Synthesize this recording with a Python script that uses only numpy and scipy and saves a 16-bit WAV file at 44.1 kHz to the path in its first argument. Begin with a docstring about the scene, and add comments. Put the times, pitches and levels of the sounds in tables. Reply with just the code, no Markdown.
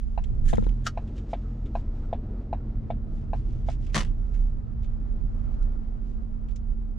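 """Inside a small car rolling through a turn, over coloured noise of road and tyres and a wavering fan tone.
First the indicator begins its ten ticks (short wave groups with cabin echoes), and trim clicks (resonant noise bursts).
Clothes swish (grainy noise), the microphone is bumped (decaying modes) and the engine (gliding orders) pulls gently.
Next a shoe strikes a pedal (modes under a noise crack), and the stereo picture narrows, then opens again.
Late on the ticks end, the sole scuffs the pedal (slips of gritty noise), the floor drums and the engine falls back."""
import sys
import numpy as np
from scipy import signal
from scipy.fft import rfft, irfft, next_fast_len
from scipy.io import wavfile
from scipy.ndimage import uniform_filter1d

SR = 44100
rng = np.random.default_rng(int(sys.argv[2]) if len(sys.argv) > 2 else 0)


def pcm_store(signal):
    """Save signal as 16-bit PCM."""
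    levels = np.round(np.clip(np.atleast_2d(signal), -1, 1) * 32767)
    wavfile.write(sys.argv[1], SR, levels.astype(np.int16).T)


N = 307818
TIME = np.arange(N) / SR

# Road roughness shaking the body. Each row: time in seconds, relative boom level in dB, rumble level in dB.
SURFACE = [(0, -30.5, -71), (.3, -29, -34), (.6, -33.5, -31.5), (.8, -30.5, -48.5), (1.05, -37.5, -36),
           (1.5, -46, -41.5), (1.8, -28, -40), (2.45, -38, -39), (3.4, -30.5, -33.5), (4.3, -28.5, -37),
           (4.7, -33.5, -36), (5.5, -26.5, -41), (6.05, -32.5, -44.5), (6.7, -29.5, -40.5),
           (6.98, -31, -42.5)]
# Dips in the road. Each row: time in seconds, boom level in dB, half length in seconds, swing in Hz.
JOLTS = [(0.474, -22, 0.032, 25.1), (0.674, -22, 0.033, 36.93), (1.756, -30.5, 0.035, 41),
         (2.787, -27.5, 0.022, 40.13), (3.96, -26, 0.029, 33.96), (4.105, -21.5, 0.043, 32.05),
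         (4.417, -25, 0.058, 33.12), (4.9, -25, 0.035, 26.95), (5.26, -27, 0.034, 32.08),
         (5.41, -25.5, .035, 31.15), (5.661, -23, 0.026, 35), (6.698, -29, 0.049, 28)]
JOLT_RUMBLE_DB = -14   # rumble gain of a jolt's bell curve
# Rolling tyres. Each row: time in seconds, relative drone level in dB, relative hiss level in dB.
ROLLING = [(0, -63, -73), (.35, -51.5, -68.5), (.85, -54, -66), (1.1, -48, -65.5), (1.85, -51, -64),
           (2.3, -46.5, -63.5), (2.75, -49.5, -65.5), (3.9, -53.5, -67), (4.7, -56.5, -68.5),
           (5.25, -53.5, -64.5), (5.4, -54, -64), (5.58, -52, -64), (5.95, -55.5, -66.5),
           (6.98, -58.5, -71)]
# Noise spectra of road and tyres. Each row: frequency in Hz, relative density in dB per Hz.
BOOM_SPECTRUM = [(12, -37.5), (22, -7.5), (32, 5), (44, -2), (60, -12.5), (90, -34.5)]
RUMBLE_SPECTRUM = [(40, -16.5), (62, 2.5), (85, -0.5), (102, -4), (125, -4), (160, -15), (210, -23.5),
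                   (300, -41)]
DRONE_SPECTRUM = [(130, -3), (230, 5), (300, 1), (360, -4), (440, -5), (540, -11.5), (750, -17.5),
                  (1000, -28.5), (1600, -46.5)]
HISS_SPECTRUM = [(350, -11), (600, 6.5), (850, 3.5), (1050, 1), (1300, 1.5), (1550, -5), (2200, -12.5),
                 (3200, -19.5), (5000, -23.5), (8000, -31.5), (11000, -57.5)]
TREAD_SPECTRUM = [(1050, -23.5), (1240, -1.5), (1330, -2), (1450, -8.5), (1650, -25)]
# Likeness of left and right, for the road and for close sources. Each row: frequency in Hz, likeness from -1 to 1.
ROAD_LIKENESS = [(30, 1), (60, 0.7), (150, 0.51), (200, 0.92), (290, 0.89), (450, 0.4), (750, 0.13),
                 (1000, -0.12), (1300, -0.49), (1800, 0.26), (2500, 0.43), (4000, 0.71), (7000, 0.024)]
NEAR_LIKENESS = [(200, 1), (550, 0.94), (850, .45), (1200, 0.67), (2200, 0.65), (4000, 0.86), (8000, 0.21)]

# Fan blade tone. Each row: time in seconds, level in dB, rms waver in Hz.
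FAN_LEVEL = [(0, -47.5, 1), (.6, -46.5, 1.7), (1.0, -44.5, 1.85), (1.7, -46.5, 1.89), (2.8, -41.5, 1.17),
             (3.3, -48.5, 1.37), (4.3, -48, 1), (4.8, -46, 0.49), (6.98, -46, 0.34)]
# Brief sags of the fan's pitch. Each row: time in seconds, depth in Hz.
FAN_SAGS = [(.3, 4.52), (1.5, 2.07)]
FAN_HZ, FAN_SAG_HALF_S, FAN_FLUTTER_DB = 222.2, 0.1225, 0.96

# Engine. Each row: time in seconds, firing rate in Hz, pull in dB.
ENGINE = [(0, 29, -43), (.3, 23.5, -38), (.52, 25, -35), (.6, 37.3, -33), (.75, 40, -33.5),
          (.95, 43.3, -37.5), (1.25, 44.8, -37), (1.65, 40, -39), (2.0, 42, -40), (2.3, 46.3, -36.5),
          (2.6, 41.5, -39.5), (2.8, 37.5, -40), (3.1, 39, -39), (3.4, 39.8, -36.5), (3.6, 41.6, -35.5),
          (3.9, 42.5, -38), (4.15, 32, -42), (5.2, 29.5, -43), (5.7, 31, -44), (6.98, 30.5, -47)]
# Strength of the firing orders, first to eighth. Each entry: relative level in dB.
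ORDER_DB = [0, 0.5, 0, -4, -1.5, -1, -1.5, 0]
# Passage of the engine's orders into the cabin. Each row: frequency in Hz, gain in dB.
CABIN_GAIN = [(20, 10), (31, 7.5), (43, 3.5), (60, -1), (77, 0), (90, -1), (102, -10.5), (113, -2),
              (126, -1.5), (132, -10.5), (175, -13), (215, -18), (268, -17), (330, -25), (450, -20)]

# Sharp clicks: plastic trim, and at 0.57 s the bumped microphone casing. Each row: time in seconds, level in
# dB, t60 in seconds, ring in Hz.
CLICKS = [(0.238, -49.5, 0.053, 3360), (.4795, -49, 0.021, 2200), (.570, -46, 0.022, 1890),
          (.638, -54, 0.057, 2490), (0.6903, -51, 0.025, 2680), (1.074, -59.5, 0.089, 3230),
          (1.179, -54, 0.09, 3270), (1.657, -60, 0.11, 3280), (3.865, -54, 0.048, 3300),
          (3.895, -59, 0.088, 2380), (4.34, -57, 0.17, 1520), (4.83, -62.5, 0.066, 3300),
          (4.843, -61.5, 0.083, 3300), (5.541, -66, 0.046, 3740), (5.627, -61, 0.033, 5500),
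          (6.485, -62, 0.095, 3200), (6.51, -66, 0.068, 4000), (6.559, -54, 0.065, 5900)]
CLICK_RISE_S = .0018
# Noise spectrum of the clicks. Each row: frequency in Hz, relative density in dB per Hz.
TRIM_SPECTRUM = [(800, -3), (2200, 3), (3600, -4.5), (5000, -8.5), (7200, -7), (9000, -19.5), (13000, -41)]

# Steady airy hiss of cloth. Each row: time in seconds, level in dB.
AIRY_BED = [(0, -75), (1.4, -72.5), (2.2, -84.5), (3.4, -87), (4.2, -76.5), (4.6, -84.5), (5.4, -77.5),
            (5.95, -81.5), (6.98, -83)]
# Hands sliding on the wheel and clothes. Each row: time in seconds, level in dB, half length in seconds.
STROKES = [(0, -70.5, 0.026), (0.635, -66, 0.062), (1.174, -61.5, 0.014), (1.319, -61.5, 0.019),
           (1.779, -64.5, 0.029), (1.97, -72.5, 0.023), (2.054, -75, 0.041), (3.17, -71.5, 0.061),
           (3.369, -68, 0.027), (3.534, -68.5, 0.08), (3.71, -54.5, 0.024), (3.853, -65, 0.039),
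           (3.938, -53, 0.0056), (4.41, -72.5, 0.091), (5.55, -76, .025), (6.1, -74, 0.043)]
# Sleeve swishes. Each row: time in seconds, level in dB, rise in seconds, t60 in seconds.
SWISHES = [(.447, -57, 0.0092, 0.39), (.475, -45.5, 0.012, 0.3), (.553, -47, 0.0029, 0.029),
           (.84, -46.5, 0.03, .04), (3.708, -65, 0.0063, 0.088)]
# Noise spectra of cloth, swish and squeak. Each row: frequency in Hz, relative density in dB per Hz.
CLOTH_SPECTRUM = [(700, -15), (1600, 4.5), (3000, 4), (4200, -0.5), (5200, 0.5), (7000, -1.5), (8500, -9.5),
                  (10500, -16.5), (12000, -26.5), (15000, -35.5)]
SWISH_SPECTRUM = [(900, -23), (1750, 4.5), (2400, -7.5), (3400, -1), (5000, -9), (7000, -1), (8800, -11.5),
                  (10500, -10.5), (11800, -28), (15000, -24)]
SQUEAK_SPECTRUM = [(1550, -23), (1720, -1), (1900, -35)]

# Shoe striking a pedal and bouncing. Each row: time in seconds, relative level in dB, rise and t60 in seconds.
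STRIKES = [(0.861, -37, 0.0038, .04), (0.8655, -25, 0.0012, 0.052), (0.8703, -29, 0.0008, 0.039),
           (0.875, -37.5, 0.0012, 0.083)]
# Sole slipping over the pedal. Each row: time in seconds, relative level in dB, t60 in seconds, ring in Hz.
SLIPS = [(3.944, -27, 0.13, 1900), (3.951, -35, 0.044, 1090), (3.958, -29.5, 0.057, 2335),
         (3.9648, -31, 0.052, 1200), (3.9764, -31, 0.045, 1100), (3.981, -34, 0.03, 3520),
         (3.9868, -32, 0.058, 6000), (4.004, -33.5, 0.037, 2180), (4.010, -39, 0.059, 1150),
         (4.021, -45, 0.18, 3030), (4.0473, -49, 0.026, 3200)]
SLIP_RISE_S = .002
# Modes of the pedal. Each row: frequency in Hz, relative dB when struck, relative dB when scuffed, t60 in seconds.
PEDAL_MODES = [(715, -39, -47, .05), (1023, -46, -34, .07), (1256, -26, -30, 0.064), (1385, -32, -41, .08),
               (1587, -31.5, -40, 0.068), (1800, -44, -34.5, .07), (1880, -36, -38, .06),
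               (2160, -49, -35, 0.049), (2950, -38, -37.5, 0.077), (3210, -39.5, -35.5, 0.062),
               (3500, -48, -44, .06), (3755, -42, -45.5, .05), (4490, -37, -37, 0.061),
               (4680, -39, -42, 0.046), (5200, -34, -48, .04), (5545, -35, -48, .035),
               (5900, -44.5, -38, 0.061)]
# Noise spectra of strike and rubbing sole. Each row: frequency in Hz, relative density in dB per Hz.
STRIKE_SPECTRUM = [(400, -7), (750, -2), (1000, -4), (1280, 8), (1700, 2), (2350, -6), (3000, -5),
                   (5500, -3), (7000, -6.5), (10000, -21), (11500, -27.5), (15000, -33)]
SOLE_SPECTRUM = [(130, 13.5), (210, 5.5), (370, 1), (520, 5), (800, 0.5), (1150, 4), (1480, -1),
                 (1750, 2.5), (2200, -1), (3500, -4), (6000, -6.5), (8000, -10.5), (10200, -17.5),
                 (11300, -29), (15000, -35.5)]
# Modes of the footwell floor. Each row: frequency in Hz, level in dB, t60 in seconds.
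FOOTWELL_MODES = [(212.5, -28, 0.28), (155, -33, 0.42), (304.4, -41, .2)]
FOOTWELL_RISE_S = 0.024

# Bumps against the microphone's casing. Each row: time in seconds, relative thud level in dB, rattle level in dB.
BUMPS = [(0.5355, -5, -27), (.582, -1.5, -31.5), (0.6255, -14, -40), (.667, -11.5, -35)]
# Modes of the casing. Each row: frequency in Hz, relative level in dB, t60 in seconds.
CASING_MODES = [(118, -24.5, 0.19), (210.6, -17, 0.12), (327, -16.5, 0.014), (470, -17, 0.035),
                (850, -20.5, 0.012), (1310, -34, 0.058)]
# Noise spectrum of the rattle. Each row: frequency in Hz, relative density in dB per Hz.
RATTLE_SPECTRUM = [(100, 15), (330, 16.5), (600, 2), (900, -2), (1250, -13), (1900, -6), (2350, -23),
                   (3400, -21), (3900, -8), (4500, -34), (9000, -49)]

# Indicator strokes. Each row: time in seconds, relative level in dB, added sharpness in dB, pitch in Hz.
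TICKS = [(0.1771, -8, 6, 760), (0.5306, -5.5, 9, 688), (0.9745, -6.5, 7, 717), (1.3325, -2.5, 5.5, 690),
         (1.7533, -3, 3.5, 725), (2.129, -1, 0.5, 684), (2.529, -3, 1.5, 733), (2.9034, -3.5, 1, 690),
         (3.333, -5.5, 4, 732), (3.6866, -6, 4.5, 696)]
# Cabin reflections of the strokes. Each row: delay in seconds, left gain in dB, right gain in dB.
ECHOES = [(.0059, -2.5, -10.5), (.0086, -28.5, -35.5), (.0175, -14.5, -19.5), (.0245, -30, -27.5)]
# Upper ring of the on and off strokes. Each row: frequency in Hz, relative density in dB per Hz.
ON_SPECTRUM = [(600, 8.5), (1020, 18), (1230, -1), (1650, 4.5), (2030, -4), (2570, 2.5), (2950, -8.5),
               (3500, -15), (3980, -2.5), (4500, -22), (6000, -20.5), (9000, -42)]
OFF_SPECTRUM = [(450, 5), (1000, 12), (1300, -2), (1700, 7.5), (1950, 2), (2250, 4), (2900, 0.5),
                (3600, 1.5), (4400, -12), (6000, -21), (9000, -34.5)]
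# Modes of the indicator's small case, on and off strokes. Each row: frequency in Hz, relative dB, t60 in seconds.
ON_MODES = [(1560, -45.5, 0.033), (2536, -46, 0.036), (2760, -52.5, 0.058), (3950, -51.5, 0.028)]
OFF_MODES = [(1294, -46, 0.045), (2250, -47.5, 0.042), (3560, -56, 0.071)]
RING_RISE_S = 0.0015   # rise of modes kept ringing by blows, here and in the pedal

# Width of the stereo picture. Each row: time in seconds, gain of the side signal in dB.
SPREAD = [(0, 3.5), (.7, 3.5), (1.45, -38.5), (2.25, -68.5), (2.4, -18), (2.9, -5), (4.2, 0.5), (6.98, 2)]
STOPBAND_HZ = 16000


def from_db(db):
    """Amplitude ratio: 20 dB is a factor of ten."""
    return 10 ** (np.asarray(db) / 20)


def rms_one(x):
    """Normalization: divide by the root of the mean power."""
    return x / np.sqrt(np.mean(x ** 2) + 1e-20)


def in_time(rows):
    """Linear interpolation: each column becomes a curve over the samples."""
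    s, *columns = np.transpose(rows)
    return [np.interp(TIME, s, c) for c in columns]


def at_hz(points, hz):
    """Logarithmic pitch: interpolate a table over log frequency."""
    knots, values = np.transpose(points)
    return np.interp(np.log(hz + 1e-3), np.log(knots), values)


def pan(left_db):
    """Level difference between the sides, shared equally in dB."""
    return from_db(np.array([[.5], [-.5]]) * left_db)


def drift(rate):
    """Low-passed randomness: white noise weakened above a rate in Hz, with rms 1."""
    size = next_fast_len(N, True)
    hz = np.fft.rfftfreq(size, 1 / SR)
    slowed = rfft(rng.standard_normal(size)) / (1 + (hz / rate) ** 2)
    return rms_one(irfft(slowed, size)[:N])


def noise(spectrum, likeness, grain=1):
    """Spectral shaping and coherence: coloured stereo noise of rms 1, mixed from mid and side by likeness."""
    size = next_fast_len(N, True)
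    hz = np.fft.rfftfreq(size, 1 / SR)
    low_end = np.minimum(hz / spectrum[0][0], 1) ** 2
    high_end = np.maximum(hz / spectrum[-1][0], 1) ** 4
    colour = from_db(at_hz(spectrum, hz)) * low_end / high_end
    alike = np.clip(at_hz(likeness, hz), -1, 1)
    white = rng.standard_normal((2, size))
    white[:, :N] *= grain
    mid, side = rfft(white) * colour
    left_right = np.sqrt(1 + alike) * mid + np.sqrt(1 - alike) * side * [[1], [-1]]
    return rms_one(irfft(left_right, size)[:, :N])


def evened(x, span_s):
    """Short-time power: dividing by its root steadies the loudness of a low noise."""
    power = uniform_filter1d(np.mean(x ** 2, axis=0), int(span_s * SR))
    return x / np.sqrt(uniform_filter1d(power, int(span_s * SR / 2)) + 1e-9)


def envelope(rows):
    """Exponential decay: contacts rise fast, fall 60 dB per t60 in the padded cabin, and add in power."""
    power = np.zeros(N)
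    for s, level_db, rise, t60 in rows:
        span = slice(max(int(s * SR), 0), int(s * SR) + SR // 2)
        age = TIME[span] - s
        fall_db = -60 * np.maximum(age - rise, 0) / t60
        power[span] += (np.clip(age / rise, 0, 1) * from_db(level_db + fall_db)) ** 2
    return np.sqrt(power)


def swells(rows):
    """Gaussian growth and decay: bell curves given by time, level and half length (standard deviation)."""
    return sum(from_db(db) * np.exp(-((TIME - s) / half) ** 2 / 2) for s, db, half in rows)


def resonance(x, hz, t60):
    """Damped resonance: a pole pair with gain 1 at its peak."""
    r = from_db(-60 / (t60 * SR))
    feedback = [1, -2 * r * np.cos(2 * np.pi * hz / SR), r * r]
    return signal.lfilter((1 - r * r) / 2 * np.array([1, 0, -1]), feedback, x + 1e-18)


def ringing(blows, modes, vary_db, port_lag=0.66):
    """Modal excitation: blows (s, dB) feed modes in random shares; the sides differ in phase (spread in radians)."""
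    s, db = np.transpose(blows)[:, :, None]
    span = slice(int(s.min() * SR), int(s.max() * SR) + SR // 5)
    age = np.maximum(TIME[span] - s, 0)
    out = np.zeros((2, N))
    for hz, mode_db, t60 in modes:
        fall_db = -60 * age / t60
        share_db = vary_db * rng.standard_normal(s.shape)
        each = np.minimum(age / RING_RISE_S, 1) * from_db(db + mode_db + fall_db + share_db)
        phase = 2 * np.pi * (hz * TIME[span] + rng.random()) + port_lag * rng.standard_normal((2, 1))
        out[:, span] += np.sqrt(np.sum(each ** 2, axis=0)) * np.sin(phase)
    return out


def catches(per_s, share, grain_s):
    """Stick and slip: random catches snap and die at once, carrying a share of the power of a rub."""
    snaps = (rng.random(N) < per_s / SR) * rng.uniform(.2, 1, N)
    power = signal.lfilter([1], [1, -np.exp(-1 / (grain_s * SR))], snaps + 1e-18)
    share = np.clip(share, 0, 1)
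    return np.sqrt(1 - share + share * power / power.mean())


def contacts(rows, source, rise_s, ring_db, cycles, low_share):
    """Local resonance: each noise burst stresses the pitch of the touched spot and is thin well below it."""
    out = np.zeros((2, N))
    for s, db, t60, hz in rows:
        span = slice(int(s * SR), int(s * SR) + SR // 2)
        high_pass = signal.butter(2, low_share * hz, "high", fs=SR, output="sos")
        thin = signal.sosfilt(high_pass, source[:, span])
        burst = rms_one(thin + from_db(ring_db) * resonance(thin, hz, cycles / hz))
        out[:, span] += envelope([(s, db, rise_s, t60)])[span] * burst
    return out


def road(boom_even_s=0.075, rumble_even_s=0.067, tread_db=-6.0, tread_flutter_db=4.5):
    """Forced vibration: roughness shakes the body, jolts set it swinging, and tyres drone, hiss and sing."""
    boom_db, rumble_db = in_time(SURFACE)
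    drone_db, hiss_db = in_time(ROLLING)
    swing = np.zeros(N)
    for s, db, half, hz in JOLTS:
        swing += swells([(s, db, half)]) * np.sqrt(2) * np.sin(2 * np.pi * (hz * TIME + rng.random()))
    boom = from_db(boom_db + 1.0) * evened(noise(BOOM_SPECTRUM, ROAD_LIKENESS), boom_even_s)
    shaking = (boom + swing) * pan(left_db=-5.5)
    jolts = swells([row[:3] for row in JOLTS])
    rumble_gain = np.hypot(from_db(rumble_db), from_db(JOLT_RUMBLE_DB) * jolts)
    rumble = rumble_gain * evened(noise(RUMBLE_SPECTRUM, ROAD_LIKENESS), rumble_even_s) * pan(left_db=0.5)
    drone = from_db(drone_db + 4.0 + 1.0 * drift(19.0)) * noise(DRONE_SPECTRUM, ROAD_LIKENESS)
    hiss = from_db(hiss_db + 5.0 + 1.1 * drift(14)) * noise(HISS_SPECTRUM, ROAD_LIKENESS)
    tread_gain = from_db(hiss_db + tread_db + tread_flutter_db * drift(12))
    tread = tread_gain * noise(TREAD_SPECTRUM, ROAD_LIKENESS)
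    return shaking + rumble + drone + hiss + tread


def fan(lead=1.22):
    """Frequency modulation: one blade tone wavers and sags, stronger on the left and ahead there by lead radians."""
    level_db, waver_hz = in_time(FAN_LEVEL)
    sag_hz = sum(depth * np.exp(-((TIME - s) / FAN_SAG_HALF_S) ** 2 / 2) for s, depth in FAN_SAGS)
    phase = 2 * np.pi * np.cumsum(FAN_HZ - sag_hz + waver_hz * drift(5.76)) / SR
    tone = np.sqrt(2) * np.sin(phase + np.array([[lead], [0]]))
    return from_db(level_db + FAN_FLUTTER_DB * drift(5.8)) * tone * pan(left_db=4.0)


def engine(wander=0.0037, surge_db=2.5):
    """Harmonic series: firing orders glide through the cabin's booms, each surging on its own."""
    firing_hz, pull_db = in_time(ENGINE)
    phase = 2 * np.pi * np.cumsum(firing_hz * (1 + wander * drift(9.4))) / SR
    orders = np.zeros(N)
    for k, order_db in enumerate(ORDER_DB, 1):
        gain = from_db(order_db + at_hz(CABIN_GAIN, k * firing_hz) + surge_db * drift(4))
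        orders += gain * np.sin(k * phase + rng.uniform(0, 2 * np.pi))
    return from_db(pull_db) * orders * pan(left_db=-1.0)


def trim():
    """Impulsive release: plastic parts click as the body flexes, and the bumped casing clicks once, each at its
    own pitch."""
    source = noise(TRIM_SPECTRUM, NEAR_LIKENESS)
    return contacts(CLICKS, source, CLICK_RISE_S, ring_db=2.5, cycles=9.1, low_share=0.62)


def clothes(grain_db=1.5, squeak_db=-14.0):
    """Friction noise: fibres and skin catch and let go, as grainy hiss over a faint airy bed."""
    air_db, = in_time(AIRY_BED)
    strokes = swells(STROKES) * from_db(grain_db * drift(150))
    brush = np.hypot(from_db(air_db), strokes) * noise(CLOTH_SPECTRUM, ROAD_LIKENESS)
    fibres = catches(per_s=500, share=.45, grain_s=.0007)
    rustle = noise(SWISH_SPECTRUM, NEAR_LIKENESS, fibres)
    squeak = from_db(squeak_db) * noise(SQUEAK_SPECTRUM, NEAR_LIKENESS)
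    swish = envelope(SWISHES) * (rustle + squeak)
    return (brush + swish) * pan(left_db=-0.5)


def footwell():
    """Panel resonance: the floor drums when the sole lands on it."""
    landing_s = SLIPS[0][0]
    drumming = np.zeros(N)
    for hz, db, t60 in FOOTWELL_MODES:
        swell = envelope([(landing_s, db, FOOTWELL_RISE_S, t60)])
        drumming += swell * np.sin(2 * np.pi * (hz * TIME + rng.random()))
    return drumming * pan(left_db=3.5)


def pedal(crack_db=-0.5, rub_db=0.5, struck_db=23.5, scuffed_db=23.0):
    """Modes share frequencies but not strengths: a strike and a sticking, slipping sole ring one pedal differently."""
    crack = from_db(crack_db) * envelope(STRIKES) * noise(STRIKE_SPECTRUM, NEAR_LIKENESS)
    strike_blows = [(s, db + struck_db) for s, db, *_ in STRIKES]
    struck_modes = [(hz, db, t60) for hz, db, _, t60 in PEDAL_MODES]
    struck = ringing(strike_blows, struck_modes, vary_db=2.0)
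    grit = catches(per_s=700, share=.7, grain_s=.0005)
    sole = noise(SOLE_SPECTRUM, NEAR_LIKENESS, grit)
    slips = contacts(SLIPS, sole, SLIP_RISE_S, ring_db=2.0, cycles=11.0, low_share=0.028)
    rub = from_db(rub_db) * slips
    slip_blows = [(s, db + scuffed_db) for s, db, *_ in SLIPS]
    scuffed_modes = [(hz, db, t60) for hz, _, db, t60 in PEDAL_MODES]
    scuffed = ringing(slip_blows, scuffed_modes, vary_db=4.5)
    return (crack + struck + rub + scuffed) * pan(left_db=1.1)


def handling(left_db=6.5, rattle_t60=0.033, soft_hz=1100):
    """Opposed pressure: a bump rocks the casing, giving a thud of opposite sign on the two sides and a dull rattle."""
    thud = np.zeros(N)
    for s, level_db, _ in BUMPS:
        span = slice(int(s * SR) + 1, int(s * SR) + SR // 2)
        age = TIME[span] - s
        for hz, mode_db, t60 in CASING_MODES:
            fall_db = -60 * age / t60
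            thud[span] += from_db(level_db + mode_db + fall_db) * np.sin(2 * np.pi * hz * age)
    soft = signal.sosfilt(signal.butter(2, soft_hz, fs=SR, output="sos"), thud)
    shakes = envelope([(s - .002, db, .002, rattle_t60) for s, _, db in BUMPS])
    rattle = shakes * noise(RATTLE_SPECTRUM, NEAR_LIKENESS)
    return soft * [[-1], [1]] * pan(left_db) + rattle


def indicator(swell_s=0.0022, tock_db=-16.0, on_edge_db=-40.0, off_edge_db=-45.0, edge_rise=0.0025,
              edge_t60=0.097, side_lag_s=0.00017, hollow_hz=680, hollow_t60=0.029, hollow_db=-21.5):
    """Impact and reflection: a hollow tock of a few cycles, echoed by the cabin, with alternating upper rings."""
    tock = np.zeros(N)
    for s, level_db, _, pitch_hz in TICKS:
        age = TIME - s + swell_s / 2
        span = (age > 0) & (age < swell_s * 10)
        swell = age[span] / swell_s
        shape = (swell * np.exp(1 - swell)) ** 3   # peaks at 1 after swell_s
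        cycles = np.cos(2 * np.pi * pitch_hz * (age[span] - swell_s))
        tock[span] += from_db(tock_db + level_db) * shape * cycles
    echoes = np.zeros((2, N))
    for delay, left, right in ECHOES:
        echoes += from_db([[left], [right]]) * np.interp(TIME - delay, TIME, tock)
    edges = [(s - swell_s / 2, db + sharp_db, edge_rise, edge_t60) for s, db, sharp_db, _ in TICKS]
    on = from_db(on_edge_db) * envelope(edges[::2]) * noise(ON_SPECTRUM, NEAR_LIKENESS)
    off = from_db(off_edge_db) * envelope(edges[1::2]) * noise(OFF_SPECTRUM, NEAR_LIKENESS)
    case = np.zeros((2, N))
    for k, (s, db, sharp_db, _) in enumerate(TICKS):
        case += ringing([(s, db + sharp_db)], OFF_MODES if k % 2 else ON_MODES, vary_db=3.0)
    lead = np.array([[.5], [-.5]]) * side_lag_s   # the dashboard is nearer the left port
    direct = np.interp(TIME + lead, TIME, tock)
    hollow = from_db(hollow_db) * resonance(tock, hollow_hz, hollow_t60)   # the dashboard rings on
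    return direct + echoes + hollow + case + on + off


def spread(x):
    """Mid and side: scaling the difference narrows the picture to the centre for a while and opens it again."""
    side_db, = in_time(SPREAD)
    mid = x.mean(axis=0)
    return mid + (x - mid) * from_db(side_db)


def scene():
    """Superposition: all sources add as heard from the driver's lap, before the stereo width is set."""
    background = road() + fan() + engine()
    movements = trim() + clothes() + footwell() + pedal() + handling()
    return spread(background + movements + indicator())


def record(dry):
    """Band limiting: a steep low-pass holds everything above its stopband edge at least 70 dB down."""
    return signal.sosfilt(signal.cheby2(14, 70, STOPBAND_HZ, fs=SR, output="sos"), dry)


dry = scene()
out = record(dry)
pcm_store(out)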